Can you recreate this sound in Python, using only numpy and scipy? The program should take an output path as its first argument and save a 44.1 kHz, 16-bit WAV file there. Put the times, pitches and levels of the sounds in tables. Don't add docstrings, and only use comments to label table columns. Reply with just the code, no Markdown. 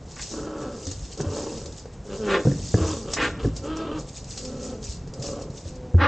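import sys
import numpy as np
from scipy import signal
from scipy.fft import rfft, irfft, next_fast_len
from scipy.io import wavfile
from scipy.ndimage import uniform_filter1d, map_coordinates

SR = 44100
rng = np.random.default_rng(int(sys.argv[2]) if len(sys.argv) > 2 else 0)


def inscribe(sig):
    pcm = np.round(np.clip(np.atleast_2d(sig).T, -1, 1) * 32767)
    wavfile.write(sys.argv[1], SR, pcm.astype(np.int16))


N = 267731
TIME = np.arange(N) / SR


def amp(db):
    return 10 ** (np.asarray(db) / 20)


def unit(x):
    return x / np.sqrt(np.mean(x ** 2) + 1e-20)


def along(points, hz):
    point_hz, values = np.transpose(points)
    return np.interp(np.log(hz + 1), np.log(point_hz), values)


def wobble(rate_hz):
    coarse_s = TIME[::2 ** 5]
    knots = rng.standard_normal(2 ** 12)
    return np.interp(TIME, coarse_s, map_coordinates(knots, [coarse_s * rate_hz], mode="mirror"))


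def coloured(x, gain):
    size = 2 ** 13
    magnitude = np.maximum(gain(np.fft.rfftfreq(size, 1 / SR)), 1e-6)
    cepstrum = irfft(np.log(magnitude), size)
    cepstrum[1:size // 2] *= 2
    cepstrum[size // 2 + 1:] = 0
    return signal.oaconvolve(x, irfft(np.exp(rfft(cepstrum)), size))[:N]


def equalised(x, points):
    return coloured(x, lambda hz: amp(along(points, hz)))


def steady(x, window_samples):
    power = uniform_filter1d(uniform_filter1d(x ** 2, window_samples), window_samples)
    return x / np.sqrt(np.abs(power) + 1e-12)


def add(track, time_s, sound):
    start = max(round(time_s * SR), 0)
    track[start:start + len(sound)] += sound[:max(N - start, 0)]


def pen(x, wet_db):
    # (frequency [Hz], t60 [s])
    wall_decay = [(100, 0.76), (500, 0.71), (2000, 0.84), (8000, 0.024)]
    hz, t, noise = signal.stft(rng.standard_normal(SR // 4), SR, nperseg=256)
    scatter = amp(-60 * t / .075)
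    walls = amp(-10 - 60 * t / along(wall_decay, hz)[:, None])
    tail = signal.istft(noise * (scatter + walls), SR, nperseg=256)[1]
    tail = np.pad(tail / np.linalg.norm(tail), (SR // 600, 0))
    return (x + amp(wet_db) * signal.oaconvolve(x, tail)[:N]) / np.hypot(1, amp(wet_db))


def background():
    # (time [s], level [dB])
    rumble_levels = [(0.0, -43.5), (1.45, -43), (1.96, -44), (2.4, -39.5), (3.75, -40.5), (4.01, -42),
                     (6.07, -40)]
    # (frequency [Hz], relative level [dB])
    rumble_spectrum = [(15, -16), (30, -9), (45, 3.5), (70, -2), (140, -2), (220, -12), (500, -31),
                       (1200, -82)]
    # (frequency [Hz], relative level [dB])
    air_spectrum = [(30, -34.5), (150, 1.5), (450, 2), (800, -5), (1500, -14), (3000, -21), (9000, -22.5)]
    swell_db = np.interp(TIME, *np.transpose(rumble_levels)) + 2.16 * wobble(14) - 0.5
    rumble = unit(equalised(rng.standard_normal(N), rumble_spectrum))
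    rumble = steady(rumble, window_samples=5000) * amp(swell_db)
    air = unit(equalised(rng.standard_normal(N), air_spectrum))
    return rumble + air * amp(-49.5 + 0.38 * wobble(7.9))


def pebbles(rate_hz, spread_db):
    count = int(rate_hz * N / SR)
    t = np.arange(SR // 250) / SR
    when, tone, rank = rng.random((count, 3)).T[:, :, None]
    ring_hz = 2500 + 6500 * tone
    size = amp(-spread_db * np.log(rank + 0.037))
    grains = size * np.sin(2 * np.pi * ring_hz * t) * np.exp(-t * ring_hz / 4.6)
    indices = (when * N).astype(int) + np.arange(len(t))
    return unit(np.bincount(indices.ravel(), grains.ravel(), N)[:N])


def shoves():
    # (hardest push [s], level [dB], settling time [s])
    steps = [(.12, -43.5, 0.044), (0.224, -29, 0.027), (0.311, -35, 0.1), (0.618, -42.5, 0.048),
             (.87, -39, 0.18), (1.048, -40.5, 0.032), (1.128, -36, 0.018), (1.21, -33.5, 0.015),
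             (1.377, -34.5, 0.1), (1.56, -39.5, 0.12), (1.782, -40.5, 0.031), (1.938, -48, 0.015),
             (2.069, -45.5, 0.021), (2.159, -40.5, 0.054), (2.32, -39.5, 0.11), (2.478, -40.5, 0.099),
             (2.61, -40, 0.013), (2.7, -35, 0.18), (2.901, -32, 0.1), (3.131, -32, 0.032),
             (3.239, -34, 0.046), (3.448, -43, 0.041), (3.575, -40.5, 0.031), (3.652, -41.5, 0.028),
             (3.771, -39, 0.013), (4.0, -39, 0.029), (4.09, -39.5, 0.021), (4.168, -36, 0.032),
             (4.312, -35, 0.03), (4.389, -37, 0.092), (4.481, -46.5, 0.09), (4.652, -36, 0.057),
             (4.85, -35.5, 0.025), (4.91, -35, 0.043), (5.269, -33, 0.055), (5.42, -41.5, 0.028),
             (5.578, -40.5, 0.038), (5.678, -41.5, 0.037), (5.759, -45.5, 0.01)]
    stir_db, rise_share = -64, 0.8
    power = np.full(N, amp(stir_db) ** 2)
    for time_s, db, settle_s in steps:
        start, end = np.searchsorted(TIME, [time_s - 10 * settle_s, time_s + 10 * settle_s])
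        t = TIME[start:end] - time_s
        from_peak = np.maximum(t, -t / rise_share) / settle_s
        power[start:end] += amp(db) ** 2 * np.exp(-2 * from_peak ** 1.04)
    return np.sqrt(power)


def clacks():
    # (time [s], level [dB])
    kicks = [(0.1573, -34.5), (0.868, -24), (0.9122, -23.5), (1.175, -29.5), (1.6574, -28), (1.7225, -32.5),
             (1.854, -41.5), (3.1343, -12.5), (3.5636, -25), (4.2426, -33.5), (4.375, -22.5),
             (4.4489, -25.5), (4.827, -30), (5.0736, -38), (5.1361, -32.5), (5.223, -23.5), (5.5014, -39)]
    # (frequency [Hz], gain [dB])
    clack_colour = [(300, 0.5), (1500, -11), (3000, -8), (5000, 3), (9000, 3)]
    out, t = np.zeros(N), np.arange(SR // 10) / SR
    strike = (amp(-60 * t / .025) + amp(-8 - 60 * t / .12)) * (1 - np.exp(-t / .0012))
    for time_s, db in kicks:
        add(out, time_s, amp(db - 3.5) * strike * rng.standard_normal(len(t)))
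    return equalised(out, clack_colour)


def gravel():
    # (frequency [Hz], relative level [dB])
    stone_spectrum = [(700, -34.5), (1800, -11), (3000, -14.5), (4200, -8.5), (5500, -3.5), (7000, -1),
                      (9000, 1.5)]
    # (frequency [Hz], gain [dB])
    side_colour = [(1500, -60), (2400, -40.5), (4200, -7), (6000, -7.5), (8000, -31.5)]
    grains = pebbles(rate_hz=2200, spread_db=4) + amp(-2) * rng.standard_normal(N)
    patter = steady(unit(equalised(grains, stone_spectrum)), window_samples=2600)
    stones = patter * shoves() + clacks()
    side = equalised(pen(stones, wet_db=26), side_colour)
    mid = pen(stones, wet_db=-8)
    return np.array([mid + side, mid - side])


def gesture(calls):
    onset_s, release_s = .01, .062
    edge_db, jaw_gain_db, tremor_db = 11, 3.5, 1.2
    sag_per_db = .05
    gains, controls = np.zeros((3, N)), np.zeros((6, N))
    for k, call in enumerate(calls):
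        time_s, length_s, swell_s, fade_s, throat_db, mouth_db, teeth_db = call[:7]
        first_hz, middle_hz, last_hz, rough, subpulse, throat_hz, mouth_hz = call[7:]
        span_s = [time_s - onset_s if k else 0, time_s + length_s + 10 * release_s]
        start, end = np.searchsorted(TIME, span_s)
        t = TIME[start:end] - time_s
        progress = np.clip(t / length_s, 0, 1)
        arch = np.sin(np.pi * progress)
        fade_db = -edge_db * np.clip(1 - (length_s - t) / fade_s, 0, 1)
        effort_db = fade_db - edge_db * np.clip(1 - t / swell_s, 0, 1)
        gape_db = jaw_gain_db * (arch - 1)
        gate = np.clip(t / onset_s + 1, 0, 1) * np.exp(-np.maximum(t - length_s, 0) / release_s)
        parts_db = [effort_db, mouth_db + gape_db + 1.29 * effort_db, teeth_db + gape_db + 2 * effort_db]
        gains[:, start:end] += gate * amp(throat_db) * amp(parts_db)
        bow_hz = middle_hz - (first_hz + last_hz) / 2
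        glide_hz = first_hz + (last_hz - first_hz) * progress + bow_hz * arch
        pitch_hz = glide_hz * np.exp(sag_per_db * fade_db)
        for control, value in zip(controls, [pitch_hz, rough, subpulse, throat_hz, mouth_hz, progress]):
            control[start:end] = value
            control[end:] = control[end - 1]
    return gains * amp(tremor_db * wobble(28)), controls


def folds(pitch_hz, rough, subpulse, jitter, scatter_db, rasp):
    puff_s = .0019
    rough = np.clip(rough * np.exp(.25 * wobble(18)), 0, 1)
    wavering_hz = pitch_hz * np.exp(.028 * rough * wobble(35))
    cycles = np.cumsum(wavering_hz * np.exp(jitter * rough ** 2 * wobble(110))) / SR
    half_cycle = np.floor(2 * cycles)
    size = np.where(half_cycle % 2, np.clip(subpulse, 0, 1), 1) * amp(scatter_db * rough * wobble(130))
    pulses = np.diff(half_cycle, prepend=0) * size
    puffs = signal.lfilter([1], [1, -np.exp(-1 / (puff_s * SR))], pulses) * rng.standard_normal(N)
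    noise_shares = [1 - np.exp(-amount * rough) for amount in rasp]
    return [np.sqrt(1 - share) * unit(pulses) + np.sqrt(share) * unit(puffs) for share in noise_shares]


def resonate(x, hz, gain_db, width_hz):
    carrier = np.exp(2j * np.pi * np.cumsum(hz) / SR)
    pole = np.exp(-np.pi * width_hz / SR)
    baseband = signal.lfilter([1 - pole], [1, -pole], x / carrier)
    return x + amp(gain_db) * 2 * (carrier * baseband).real


def closing(mouth_hz, progress, octaves):
    return mouth_hz * 2 ** (octaves * (.5 - progress))


def voice(gains, tract, sources, wet_db):
    # (frequency [Hz], width [Hz], gain [dB])
    pen_modes = [(305.6, 30, 11), (508.5, 4.9, 15.5), (1186, 24, -3.5), (1950, 16, -14.5), (2605.3, 13, -3)]

    def standing_db(hz):
        return sum(db / (1 + (2 * (hz - mode_hz) / width_hz) ** 2) for mode_hz, width_hz, db in pen_modes)

    def below(hz, edge_hz):
        return 1 / np.sqrt(1 + (hz / edge_hz) ** 20)

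    bands = [lambda hz: below(hz, 707),
             lambda hz: (1 - below(hz, 721)) * below(hz, 1890),
             lambda hz: 1 - below(hz, 1760)]
    out = np.zeros(N)
    for source, band, gain in zip(sources, bands, gains):
        resonant = coloured(source, lambda hz: band(hz) * amp(along(tract, hz) + standing_db(hz)))
        out += gain * steady(pen(resonant, wet_db), window_samples=1100)
    return out


def yips():
    # (start [s], length [s], swell [s], fade [s], throat [dB], mouth, teeth [dB re throat],
    #  start, middle, end pitch before sag [Hz], roughness [0-1], in-between pulse [0-1],
    #  throat resonance [Hz], mid-call mouth resonance [Hz])
    calls = [(.16, 0.1, .005, 0.066, -59, 12.5, 12, 162, 159.2, 157.5, 0.87, .1, 388, 1410),
             (2.262, 0.15, 0.034, .05, -28, 0.5, -4, 102.3, 96.47, 88.2, .45, 0.92, 446, 1176),
             (3.163, .16, 0.0077, .06, -30.5, 2.5, 0, 113.5, 120.3, 117.5, .55, 0.44, 343, 1650),
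             (5.985, .11, 0.022, .02, -28, 5, -3.5, 133, 143.7, 142.8, .6, 0.91, 589.6, 1243)]
    # (frequency [Hz], gain [dB])
    open_tract = [(90, -30), (210, 0), (370, 6), (560, 1.5), (720, 0), (1120, 2.5), (1500, 0), (1900, 2),
                  (2250, -2.5), (2700, -3.5), (3300, -10), (3900, -12.5), (6000, -29.5), (9000, -74.5)]
    gains, (pitch_hz, rough, subpulse, throat_hz, mouth_hz, progress) = gesture(calls)
    throat, mouth, teeth = folds(pitch_hz, rough, subpulse, jitter=.25, scatter_db=7, rasp=[.7, 2.1, 3.8])
    throat = resonate(throat, throat_hz, gain_db=1, width_hz=300)
    mouth = resonate(mouth, closing(mouth_hz, progress, octaves=.6), gain_db=1.5, width_hz=140)
    return pen(voice(gains, open_tract, [throat, mouth, teeth], wet_db=-1), wet_db=-13.5)


def growls():
    calls = [(.31, .555, 0.014, 0.22, -35, -9.5, -23.5, 152, 149.1, 134.2, 0.68, .55, 325, 1370),
             (1.175, 0.52, 0.016, 0.26, -34.5, -11.5, -21, 151.9, 145.6, 133.9, 0.7, 0.49, 350, 930),
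             (2.055, 0.14, 0.056, 0.022, -35, -13, -15.5, 104.7, 99.57, 95, 0.32, 0.28, 410, 1450),
             (2.19, .228, 0.055, .012, -29.5, -14.5, -17.5, 110.3, 98.74, 81.6, 0.16, .55, 388, 1490),
             (2.77, 0.28, 0.0043, .13, -31, -9, -16.5, 170.8, 157.7, 158.4, .45, 0.5, 336, 1117),
             (3.05, .11, 0.0072, .02, -43, -7.5, -8.5, 129.4, 124.8, 119, 0.71, 0, 400, 1200),
             (3.388, .19, 0.0052, .17, -38, -7.5, -8, 130.1, 138, 137.2, 0.89, 0.77, 430.3, 1100),
             (3.625, .4, 0.027, .045, -33, -8, -14, 148.7, 164.3, 146.8, .36, 0.66, 315, 1224),
             (4.37, 0.47, .1, .11, -37, -17, -24, 127.1, 129.2, 118.9, .56, .5, 221, 1322),
             (5.13, 0.43, .13, 0.17, -36, -14, -26, 120.5, 137.3, 119.5, 0.62, 0.62, 640, 1130),
             (5.66, 0.36, 0.13, 0.04, -44.5, -24, -37, 129, 124.9, 122, 0.027, .2, 629.3, 1485)]
    # (frequency [Hz], gain [dB])
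    shut_tract = [(70, -22), (140, 2.5), (220, -2), (320, -5), (410, 2.5), (540, -0.5), (620, -6),
                  (740, -11.5), (950, -11), (1300, -15), (1600, -21), (2200, -28), (2950, -20.5),
                  (3600, -29), (6000, -38)]
    gains, (pitch_hz, rough, subpulse, throat_hz, mouth_hz, progress) = gesture(calls)
    throat, mouth, teeth = folds(pitch_hz, rough, subpulse, jitter=.24, scatter_db=7, rasp=[.5, 1.4, 4])
    throat = resonate(throat, throat_hz, gain_db=-5, width_hz=180)
    mouth = resonate(mouth, closing(mouth_hz, progress, octaves=.16), gain_db=3, width_hz=110)
    return voice(gains, shut_tract, [throat, mouth, teeth], wet_db=-4)


def box():
    # (time [s], level [dB], boom [Hz], boom t60 [s], knock gain [dB], contact time [s])
    thumps = [(0.869, -24.5, 92.45, 0.19, 3.5, 0.0029), (1.022, -26.5, 62, 0.16, -21, 0.0033),
              (1.204, -26, 148, 0.28, 5.5, 0.00014), (1.263, -20.5, 91.3, 0.28, -6, 0.0021),
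              (1.653, -32, 79.3, 0.24, -2, 0.00022), (1.856, -38, 88.1, 0.074, 7.5, 0.00052),
              (2.452, -12.5, 135, 0.14, 0, 0.0015), (2.47, -5, 142.3, 0.12, -2.5, 0.0037),
              (2.515, -20, 137, 0.12, 3, 0.0018), (2.59, -27.5, 88.4, 0.38, 1, 0.0022),
              (2.742, -5.5, 111, 0.1, -3, 0.00097), (2.814, -13.5, 86.5, 0.21, -17, 0.0093),
              (3.388, -28, 93, 0.071, -9.5, 0.00021), (3.427, -20.5, 57, 0.37, -17, 0.0055),
              (3.446, -25, 120.4, 0.11, 11.5, 0.0024), (3.454, -12.5, 119, .1, 6, 0.0099),
              (4.889, -22.5, 62.14, 0.17, -25, 0.00408), (5.073, -27.5, 59.9, .2, -10, 0.00057),
              (5.192, -26, 130, 0.2, -14, 0.0032), (5.498, -23.5, 135, 0.087, -24, .002),
              (5.653, -26.5, 85, 0.18, 1.5, .004), (5.943, -4, 86.7, 0.23, -8, 0.0072)]
    # (frequency [Hz], level [dB], t60 [s])
    panels = [(168, 0.5, 0.1), (248, -9, 0.14), (316.3, -6.5, 0.19), (421, 0.5, 0.042), (483, -0.5, 0.042),
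              (580, -5.5, 0.022), (1080, -11.5, 0.016), (1670, -7.5, 0.015)]
    # (frequency [Hz], gain [dB])
    box_colour = [(20, -24), (60, -0.5), (1800, 4), (5000, -11)]
    out, t = np.zeros(N), np.arange(SR // 2) / SR
    mode_hz, mode_db, mode_t60_s = np.transpose(panels)[:, :, None]
    for time_s, db, boom_hz, boom_t60_s, knock_db, contact_s in thumps:
        level_draw, tuning_draw = rng.standard_normal((2, len(panels), 1))
        boom = np.sin(2 * np.pi * boom_hz * t) * amp(-60 * t / boom_t60_s) * (1 - np.exp(-t / .0016))
        ring_hz = mode_hz * (1 + .087 * tuning_draw)
        ring_db = mode_db + 2 * level_draw - 60 * t / mode_t60_s
        knock = np.sum(amp(ring_db) * np.sin(2 * np.pi * ring_hz * t), axis=0)
        claws = amp(-14 - 60 * t / .08) * rng.standard_normal(len(t)) / (1 + (contact_s / .001) ** 2)
        impact = (knock + claws) * (1 - np.exp(-t / contact_s))
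        add(out, time_s, amp(db) * (boom + amp(knock_db - 9) * impact))
    return pen(equalised(out, box_colour), wet_db=-8)


def scene():
    # (frequency [Hz], gain [dB])
    side_colour = [(1700, -71), (2600, -59.5), (3600, -2.5), (6000, -21.5)]
    puppy = growls() + yips()
    side = equalised(pen(puppy, wet_db=29.5), side_colour)
    return np.array([puppy + side, puppy - side]) + box() + gravel() + background()


def record(dry):
    # (frequency [Hz], gain [dB])
    microphone = [(7200, 2), (7900, -4), (8500, -12.5), (9100, -23.5), (9500, -32.5)]
    limit_hz = 9500
    size = next_fast_len(N + SR // 4)
    hz = np.fft.rfftfreq(size, 1 / SR)
    response = amp(along(microphone, hz)) * (hz < limit_hz)
    return irfft(rfft(dry, size) * response, size)[..., :N]


dry = scene()
out = record(dry)
inscribe(out)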